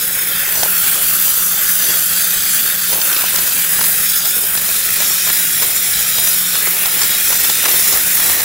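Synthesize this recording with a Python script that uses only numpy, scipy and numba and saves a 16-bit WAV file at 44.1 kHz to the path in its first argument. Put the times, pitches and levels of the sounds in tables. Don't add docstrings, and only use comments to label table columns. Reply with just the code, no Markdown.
import sys
import numpy as np
from scipy import signal
from scipy.fft import rfft, irfft
from scipy.io import wavfile
from scipy.ndimage import uniform_filter1d, map_coordinates
from numba import njit

SR = 44100
rng = np.random.default_rng(int(sys.argv[2]) if len(sys.argv) > 2 else 0)


def unload_wav(signal):
    wavfile.write(
        sys.argv[1],
        SR,
        np.round(np.clip(np.atleast_2d(signal).T, -1, 1) * 32767).astype(np.int16),
    )


N = 372204

# multiple of the mains frequency, rms level in dB before wavering.
HUM = [(1, -60.5), (2, -52), (3, -44), (6, -59)]
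MAINS_HZ = 59.97
# frequency in Hz, relative level per Hz in dB.
RUMBLE = [(20, -18), (60, -17), (140, 0.5), (200, 2), (260, -39), (600, -34)]
RUMBLE_DB = -48

# frequency in Hz, relative level per Hz in dB.
SPATTER = [(25, -3), (150, -3.5), (250, -7.5), (330, 0), (450, 2.5), (750, 2), (950, 1.5), (1150, 0),
           (1400, -4.5), (2000, -4), (4500, -5), (8000, -4.5), (12000, -19.5)]
# frequency in Hz, correlation (0-1).
SPATTER_LIKENESS = [(60, 0.77), (200, 0.65), (640, 0.3), (2000, 0.67), (8000, 0.18)]
# start in seconds, level of the high part in dB, level of the low part in dB.
BURSTS = [(.489, -34, -43), (.552, -21, -24), (0.629, -11, -16), (.656, -22, -32), (1.277, -17, -25),
          (2.918, -24, -27), (2.925, -16.5, -25), (2.933, -18, -27), (2.98, -30, -22), (2.999, -22, -30),
          (3.014, -14.5, -32), (3.052, -18, -31), (3.075, -29, -31), (3.125, -14, -35), (3.1627, -16, -26),
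          (3.206, -18, -36), (3.216, -16, -34), (3.237, -17, -21), (3.34, -20, -24), (3.357, -13, -32),
          (3.382, -18, -22), (3.388, -15.5, -24), (3.52, -19, -42), (3.789, -25, -19), (3.809, -13.5, -20),
          (3.838, -16, -34), (4.253, -18, -28), (4.435, -23, -35), (4.548, -16, -31), (4.573, -13.5, -27),
          (4.687, -21, -33), (5.001, -15, -24), (5.008, -18, -28), (5.019, -23, -28), (5.105, -18, -24),
          (5.266, -20, -33), (5.273, -20, -28), (5.287, -19, -27), (5.297, -11.5, -30), (5.303, -21, -30),
          (5.619, -15, -26), (5.625, -13, -29), (5.631, -19, -30), (5.637, -26, -31), (6.181, -14.5, -24),
          (6.27, -12, -35), (6.552, -12, -32), (6.661, -21, -26), (6.668, -14, -15), (6.675, -19, -25),
          (6.682, -24, -29), (6.855, -15, -30), (6.988, -19, -36), (7.013, -13, -31), (7.0185, -15, -32),
          (7.029, -17, -28), (7.302, -28, -18), (7.316, -24, -30), (7.325, -15, -26), (7.331, -21, -31),
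          (7.446, -13, -25), (7.496, -12, -29), (7.638, -16, -26), (7.652, -13, -30), (7.658, -17, -23),
          (7.681, -15, -28), (7.687, -16, -29), (7.693, -22, -27), (7.737, -27, -24), (7.746, -27, -27),
          (7.757, -20, -28), (7.792, -17, -25), (7.924, -19, -26), (7.935, -19, -21), (7.976, -32, -38),
          (8.197, -18, -21), (8.293, -19, -22), (8.402, -17, -24)]
BURST_S, BURST_PAN_DB = 0.0087, 2.5
BURST_SPLIT_HZ = 1140
SPATTER_SWELL_DB = 5
BEFORE_S, AFTER_S = 0.033, 0.09

# time in seconds, click size in dB before panning.
LOUD_CLICKS = [(0.398, -12), (0.492, -7), (0.629, -6), (1.137, -9), (2.584, -5), (3.016, -6), (3.207, -7),
               (3.358, -6), (3.383, -5), (3.809, -6), (4.536, -7), (4.573, -5), (6.668, -8), (7.182, -7),
               (7.444, 0), (7.498, -6), (7.531, -6), (7.684, -6), (8.403, -7)]
CLICKS_PER_S, ACTIVE_CLICKS_PER_S = 20, 120
CLICK_DB, CLICK_SPREAD_DB = -17, 2.5
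CLICK_HZ, CLICK_LIKENESS = (500, 6500), 0.7

# time in seconds, then base levels in dB of the nozzle hiss, the roar on the fins,
# the housing roar and the spatter.
SWEEP = [(0, -12.5, -22, -33.5, -37.5), (.2, -12.5, -23.5, -30, -32), (.45, -13, -20, -25, -32),
         (.52, -12.5, -22, -29, -38), (.6, -11.5, -21.5, -31.5, -30.5), (.72, -10.5, -22.5, -29, -41),
         (.8, -8.5, -20.5, -29, -35), (.95, -9.5, -21, -29, -28), (1.3, -9.5, -23, -31, -43),
         (1.55, -11, -24, -28.5, -35), (1.78, -10.5, -23, -29.5, -34), (1.84, -10.5, -22.5, -28.5, -27.5),
         (1.92, -10, -21.5, -27, -28), (2.05, -11, -23.5, -32, -37), (2.2, -10.5, -21.5, -28.5, -35.5),
         (2.4, -12.5, -22.5, -30, -37), (2.58, -9, -22.5, -28, -41), (2.75, -12.5, -24.5, -29, -33),
         (2.86, -12, -21.5, -29, -47), (2.93, -10, -25.5, -34, -34), (3.1, -12, -21.5, -26.5, -37),
         (3.4, -11, -22.5, -31, -35.5), (3.55, -11, -21.5, -30.5, -38.5), (3.95, -9, -24.5, -28.5, -38.5),
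         (4.2, -12, -20.5, -31, -38), (4.31, -11, -20.5, -35, -37), (4.4, -11, -23, -36, -35),
         (4.55, -11, -23.5, -30, -43), (4.68, -13, -23, -32, -36), (4.78, -11.5, -21, -30, -32.5),
         (5.1, -11, -20, -31.5, -36), (5.3, -11, -21.5, -30, -41.5), (5.7, -11, -21.5, -30, -35.5),
         (6.1, -11.5, -20, -31, -34), (6.3, -10, -21.5, -34.5, -36.5), (6.55, -12.5, -18.5, -31, -35),
         (6.64, -10, -23, -29, -38), (6.75, -11.5, -21, -29.5, -35.5), (6.93, -11, -20.5, -29.5, -31),
         (7.03, -10.5, -20, -28, -33.5), (7.4, -10.5, -20, -29.5, -36), (7.85, -9, -20.5, -28, -32.5),
         (8.1, -9, -24, -27, -35), (8.27, -8.5, -20.5, -26.5, -31), (8.44, -13, -26, -29, -30)]

# time in seconds, mean pitch in Hz.
HOLLOW_HZ = [(0, 1500), (.25, 1550), (.45, 1900), (.7, 1510), (1.4, 1450), (2.6, 1580), (3.1, 1510),
             (3.6, 1560), (3.95, 1800), (4.2, 1600), (4.6, 1660), (5.0, 1870), (5.8, 1870), (6.4, 1740),
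             (6.8, 1900), (7.2, 1960), (8.44, 1840)]
HOUSING_WIDTH_HZ = 850
HOUSING_WANDER_HZ, HOUSING_FLOOR_HZ = 91, 1130

# frequency in Hz, relative level per Hz in dB.
FINS = [(900, -21), (1200, -7.5), (1400, 2), (2000, -14), (2500, 4), (3000, -1.5), (3600, 0.5), (5000, 0),
        (7000, 0), (9000, -1), (12000, -18.5)]
NOZZLE = [(4000, -15), (7000, -7), (9000, -2.5), (10500, 2), (12500, 1.5), (14000, 3.2), (14800, 4.6),
          (15600, 4.6), (16500, 4.6)]
# frequency in Hz, correlation (0-1).
JET_LIKENESS = [(1000, 0.61), (3000, 1), (6000, 1), (10000, 0.78), (15000, 0.79)]
# frequency in Hz, phase in radians.
LEFT_PHASE = [(5000, -.03), (7500, -0.1), (10000, -0.36), (12000, -.54), (15500, -0.83)]

# time in seconds, mean delay in ms, strength (0-1).
FACE_ECHO = [(0, .585, .4), (.3, .585, .4), (.55, .66, .25), (.75, .7, .05), (1.1, .65, .1), (1.5, .65, .2),
             (2.7, .64, .2), (3.1, .62, .05), (3.6, .63, .12), (3.9, .6, .1), (4.1, .58, .4),
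             (4.4, .575, .4), (4.6, .56, .17), (4.9, .545, .2), (5.4, .55, .38), (6.5, .55, .4),
             (6.8, .56, .08), (7.15, .545, .4), (7.5, .54, .2), (7.8, .54, .3), (8.44, .535, .17)]
SLOT_ECHO = [(0, .68, .45), (.3, .685, .42), (.6, .75, .25), (.8, .78, .05), (1.1, .735, .2),
             (1.5, .735, .38), (2.2, .725, .42), (2.75, .73, .3), (3.0, .72, 0), (3.4, .73, 0),
             (3.65, .72, .25), (3.9, .7, .1), (4.15, .675, .3), (4.45, .665, .2), (4.8, .65, 0),
             (8.44, .65, 0)]
EDGE_ECHO = [(0, .25, 0), (.7, .25, .05), (1.0, .27, .22), (1.5, .295, .25), (2.3, .265, .22),
             (3.0, .26, .12), (3.4, .25, .08), (4.0, .25, 0), (8.44, .25, 0)]
DEEP_ECHO = [(0, 1.3, .25), (.22, 1.3, .28), (.27, 1.4, .05), (.32, 1.5, .24), (.5, 1.51, .2),
             (.6, 1.51, 0), (8.44, 1.51, 0)]
# time in seconds, mean delay in ms, strength (0-1).
NOZZLE_FACE_ECHO = [(0, .6, .12), (.5, .7, .08), (1.5, .69, .12), (2.2, .68, .07), (2.6, .675, .18),
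                    (2.9, .66, .04), (3.7, .64, .04), (4.0, .635, .1), (4.4, .6, .17), (4.7, .565, .08),
                    (5.1, .555, .18), (5.8, .55, .24), (6.1, .55, .17), (6.7, .565, .22), (7.0, .56, .15),
                    (7.2, .555, .27), (7.7, .553, .16), (8.44, .55, .19)]
NOZZLE_EDGE_ECHO = [(0, .28, .08), (.8, .28, .1), (1.1, .27, .03), (3.5, .275, .03), (3.75, .272, .17),
                    (4.45, .28, .15), (4.7, .29, .04), (8.44, .29, 0)]
TREMOR_MS = 0.012
INNER_ECHO_MS, INNER_ECHO_STRENGTH, INNER_ECHO_CUT_HZ = (0.9, 5.0), 0.15, 12700
ROOM_ECHO_MS, ROOM_ECHO_STRENGTH = (6.0, 30.0), 0.15

# time in seconds, gain in dB.
SHADE = [(0, -1.5), (.15, -4), (.27, -4), (.35, -5), (.45, -6.5), (.58, -2), (.75, -3.5), (1.1, -2),
         (1.3, 1), (2.6, 0.5), (2.8, 0), (3.1, -1), (4.3, 0), (4.37, -3), (4.52, -4.5), (4.58, -2),
         (4.66, -1.5), (4.75, -0.5), (5.1, 0), (6.3, 0.2), (6.55, -1.5), (6.8, -4.5), (6.95, -3), (7.1, 0),
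         (8.44, 1)]
SHADE_HZ = (3380, 8400)
DIP_HZ, DIP_DEPTH = (925, 1030), 0.6

# time in seconds, share of opening (0-1).
WIDTH = [(0, 0.5), (.4, 0.5), (.7, 0.95), (1.3, 0.57), (1.45, 0.36), (2.75, 0), (2.9, 0.45), (3.45, .6),
         (3.55, 0), (3.7, 0.45), (4.0, 0.54), (4.6, 0.46), (5.35, 0.1), (5.45, 0), (5.6, 1), (6.0, 0.73),
         (6.45, 0.04), (6.6, 0.3), (7.15, 0.7), (7.4, 0.4), (8.44, 0.46)]
# frequency in Hz, share of the side sound that follows the width (0-1).
NARROWING = [(1100, 0.025), (1700, 1), (8000, 1), (10500, 0.08)]
WIDTH_EDGES_HZ = (0, 2500, 4000, 6000, 22050)
NARROW_DB, WIDE_DB, WIDTH_WANDER = -19, 2, 0.14

CUTOFF_HZ = 15760


def from_db(db):
    return 10 ** (np.asarray(db) / 20)


def rms_one(x):
    return x / np.sqrt(np.mean(x ** 2) + 1e-20)


def in_time(rows):
    s, *columns = np.transpose(rows)
    return [np.interp(np.arange(N) / SR, s, c) for c in columns]


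def at_hz(points, hz):
    known_hz, values = np.transpose(points)
    return np.interp(np.log(hz), np.log(known_hz), values)


def frequencies():
    return np.maximum(np.arange(N // 2 + 1) * SR / N, 1)


def drift(rate_hz):
    r = np.exp(-80 * np.pi * rate_hz / SR)
    noise = rng.standard_normal(N // 40 + 2002)
    slow = signal.lfilter([1], [1, -2 * r, r * r], noise)[2000:]
    return np.interp(np.arange(N) / 40, np.arange(len(slow)), rms_one(slow))


def band_pass(x, band_hz):
    return signal.sosfiltfilt(signal.butter(2, band_hz, "band", fs=SR, output="sos"), x)


def turbulence(spectrum, likeness, flicker_db, count):
    hz = frequencies()
    alike = np.clip(at_hz(likeness, hz), 0, 1)
    mid, side = rfft(rng.standard_normal((2, N))) * from_db(at_hz(spectrum, hz))
    pair = np.sqrt(1 + alike) * mid + np.sqrt(1 - alike) * side * [[1], [-1]]
    pair[0] *= np.exp(1j * at_hz(LEFT_PHASE, hz))
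    low_hz, high_hz = spectrum[0][0], spectrum[-1][0]
    place = count * np.clip(np.log(hz / low_hz) / np.log(high_hz / low_hz), 0, 1)
    out = 0
    for k in range(count + 1):
        share = np.clip(1 - np.abs(place - k), 0, 1)
        out = out + from_db(flicker_db * drift(13.0)) * irfft(pair * share, N)
    return rms_one(out)


def path_lags(range_ms, count):
    ms = np.geomspace(*range_ms, count) * rng.uniform(0.95, 1.05, count)
    return (ms * SR / 1000).astype(int)


def room(x, count=10):
    out = x
    for lag in path_lags(ROOM_ECHO_MS, count):
        out = out + ROOM_ECHO_STRENGTH * drift(1.43) * np.roll(x, lag, axis=1)
    return out / np.sqrt(1 + count * ROOM_ECHO_STRENGTH ** 2)


def hum():
    turn = 2 * np.pi * MAINS_HZ * np.arange(N) / SR
    out = 0
    for multiple, db in HUM:
        amplitude = np.sqrt(2) * from_db(db + 2.2 * drift(6))
        out = out + amplitude * np.sin(multiple * turn + rng.uniform(0, 6))
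    return out


def rumble():
    return from_db(RUMBLE_DB) * turbulence(RUMBLE, SPATTER_LIKENESS, flicker_db=2.0, count=3)


def burst_activity():
    s = np.arange(0, N, 64) / SR
    near = 0
    for at, _, _ in BURSTS:
        near = near + np.exp(-((s - at) / np.where(s < at, BEFORE_S, AFTER_S)) ** 2)
    return np.interp(np.arange(N) / SR, s, np.tanh(near))


def spatter_and_bursts(spatter_db):
    small = from_db(1.9 * drift(145) + 1.0 * drift(22))
    low_level = from_db(spatter_db) * rms_one(small) * np.ones((2, 1))
    high_level = low_level.copy()
    size = max(int(BURST_S * SR), 20)
    for s, high_db, low_db in BURSTS:
        start = int(s * SR)
        pan = from_db(BURST_PAN_DB * rng.standard_normal() * np.array([[0.5], [-0.5]]))
        burst = pan * np.sqrt(np.hanning(size))[:N - start]
        high_level[:, start:start + size] += burst * from_db(high_db)
        low_level[:, start:start + size] += burst * from_db(low_db)
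    noise = room(turbulence(SPATTER, SPATTER_LIKENESS, flicker_db=2.5, count=9))
    low = signal.filtfilt(*signal.butter(2, BURST_SPLIT_HZ, fs=SR), noise)
    return low_level * low + high_level * (noise - low)


def clicks(activity):
    born = rng.random(N) < (CLICKS_PER_S + ACTIVE_CLICKS_PER_S * activity) / SR
    sizes = born * from_db(CLICK_DB + CLICK_SPREAD_DB * np.minimum(rng.exponential(1, N), 3))
    s, db = np.transpose(LOUD_CLICKS)
    sizes[(s * SR).astype(int)] = from_db(db)
    sign = np.where(rng.random(N) < 0.75, -1, 1)
    side = (1 - CLICK_LIKENESS) * rng.standard_normal(N) * np.array([[1.], [-1.]])
    impulse = np.arange(64) == 0
    click = signal.lfilter(*signal.butter(1, CLICK_HZ, "band", fs=SR), impulse)
    return signal.lfilter(click / click.max(), [1], sign * sizes * (1 + side))


@njit
def moving_resonance(x, cosine, r):
    y = np.zeros_like(x)
    for i in range(2, x.shape[1]):
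        for c in range(2):
            y[c, i] = x[c, i] - x[c, i - 2] + 2 * r * cosine[i] * y[c, i - 1] - r * r * y[c, i - 2]
    return y


def housing(hz):
    x = rng.standard_normal(N) + 0.11 * rng.standard_normal(N) * np.array([[1.], [-1.]])
    cosine = np.cos(2 * np.pi * hz / SR)
    r = np.exp(-np.pi * HOUSING_WIDTH_HZ / SR)
    for _ in range(2):
        x = moving_resonance(x, cosine, r)
    x = signal.sosfilt(signal.butter(4, HOUSING_FLOOR_HZ, "high", fs=SR, output="sos"), x)
    half_second_power = uniform_filter1d(x[0] ** 2, size=22050)
    return rms_one(x / np.sqrt(half_second_power))


def hollow_roar(housing_db, surge_db):
    hz = in_time(HOLLOW_HZ)[0] + HOUSING_WANDER_HZ * drift(3.7)
    return from_db(housing_db + 1.75 * surge_db + 0.95 * drift(13)) * housing(hz)


def face_echo(x, *echoes):
    out, power = x, 1
    for delay_ms, strength in echoes:
        late = np.arange(N) - (delay_ms + TREMOR_MS * drift(4)) * SR / 1000
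        reflection = np.array([map_coordinates(c, [late], order=3, mode="nearest") for c in x])
        out = out + strength * reflection
        power = power + strength ** 2
    return out / np.sqrt(power)


def fin_roar(fins_db, surge_db):
    noise = room(turbulence(FINS, JET_LIKENESS, flicker_db=1.52, count=7))
    slot_ms, slot_strength = in_time(SLOT_ECHO)
    slot = (slot_ms, -slot_strength)
    roar = from_db(fins_db + 0.18 * surge_db) * noise
    return face_echo(roar, in_time(FACE_ECHO), slot, in_time(EDGE_ECHO), in_time(DEEP_ECHO))


def nozzle_hiss(nozzle_db, surge_db):
    noise = turbulence(NOZZLE, JET_LIKENESS, flicker_db=1.5, count=11)
    hiss = from_db(nozzle_db + 1.17 * surge_db) * noise
    return face_echo(hiss, in_time(NOZZLE_FACE_ECHO), in_time(NOZZLE_EDGE_ECHO))


def echoed(x, count=12):
    out, power = x, 1
    dull = signal.lfilter(*signal.butter(1, INNER_ECHO_CUT_HZ, fs=SR), x)
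    for lag in path_lags(INNER_ECHO_MS, count):
        gain = INNER_ECHO_STRENGTH * drift(4.4)
        out = out + gain * np.roll(dull, lag, axis=1)
        power = power + gain ** 2 / 2
    return out / np.sqrt(power)


def shaded(x):
    return x + (from_db(in_time(SHADE)[0]) - 1) * band_pass(x, SHADE_HZ)


def dipped(x, activity):
    return x - DIP_DEPTH * (1 - activity) * band_pass(x, DIP_HZ)


def narrowed(x, activity):
    mid, side = (x[0] + x[1]) / 2, (x[0] - x[1]) / 2
    hz = frequencies()
    middle = rfft(side) * np.clip(at_hz(NARROWING, hz), 0, 1)
    steady = in_time(WIDTH)[0]
    for low, high in zip(WIDTH_EDGES_HZ, WIDTH_EDGES_HZ[1:]):
        opening = np.clip(0.6 * activity + steady + WIDTH_WANDER * drift(4.3), 0, 1)
        gain = from_db(NARROW_DB + (WIDE_DB - NARROW_DB) * opening)
        band = irfft(middle * (hz > low) * (hz <= high), N)
        side = side - band * (1 - gain)
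    return np.array([mid + side, mid - side])


def scene():
    nozzle_db, fins_db, housing_db, spatter_db = in_time(SWEEP)
    activity = burst_activity()
    surge_db = 1.19 * drift(120)
    direct = nozzle_hiss(nozzle_db, surge_db) + fin_roar(fins_db, surge_db)
    jet = shaded(echoed(direct)) + hollow_roar(housing_db, surge_db)
    short_sounds = clicks(activity) + spatter_and_bursts(spatter_db + SPATTER_SWELL_DB * activity)
    return narrowed(dipped(jet + short_sounds, activity), activity) + rumble() + hum()


def record(dry):
    clipped = np.clip(dry + 0.002, -0.96, 0.96)
    return signal.sosfilt(signal.ellip(14, 0.3, 70, CUTOFF_HZ, fs=SR, output="sos"), clipped)


dry = scene()
out = record(dry)
unload_wav(out)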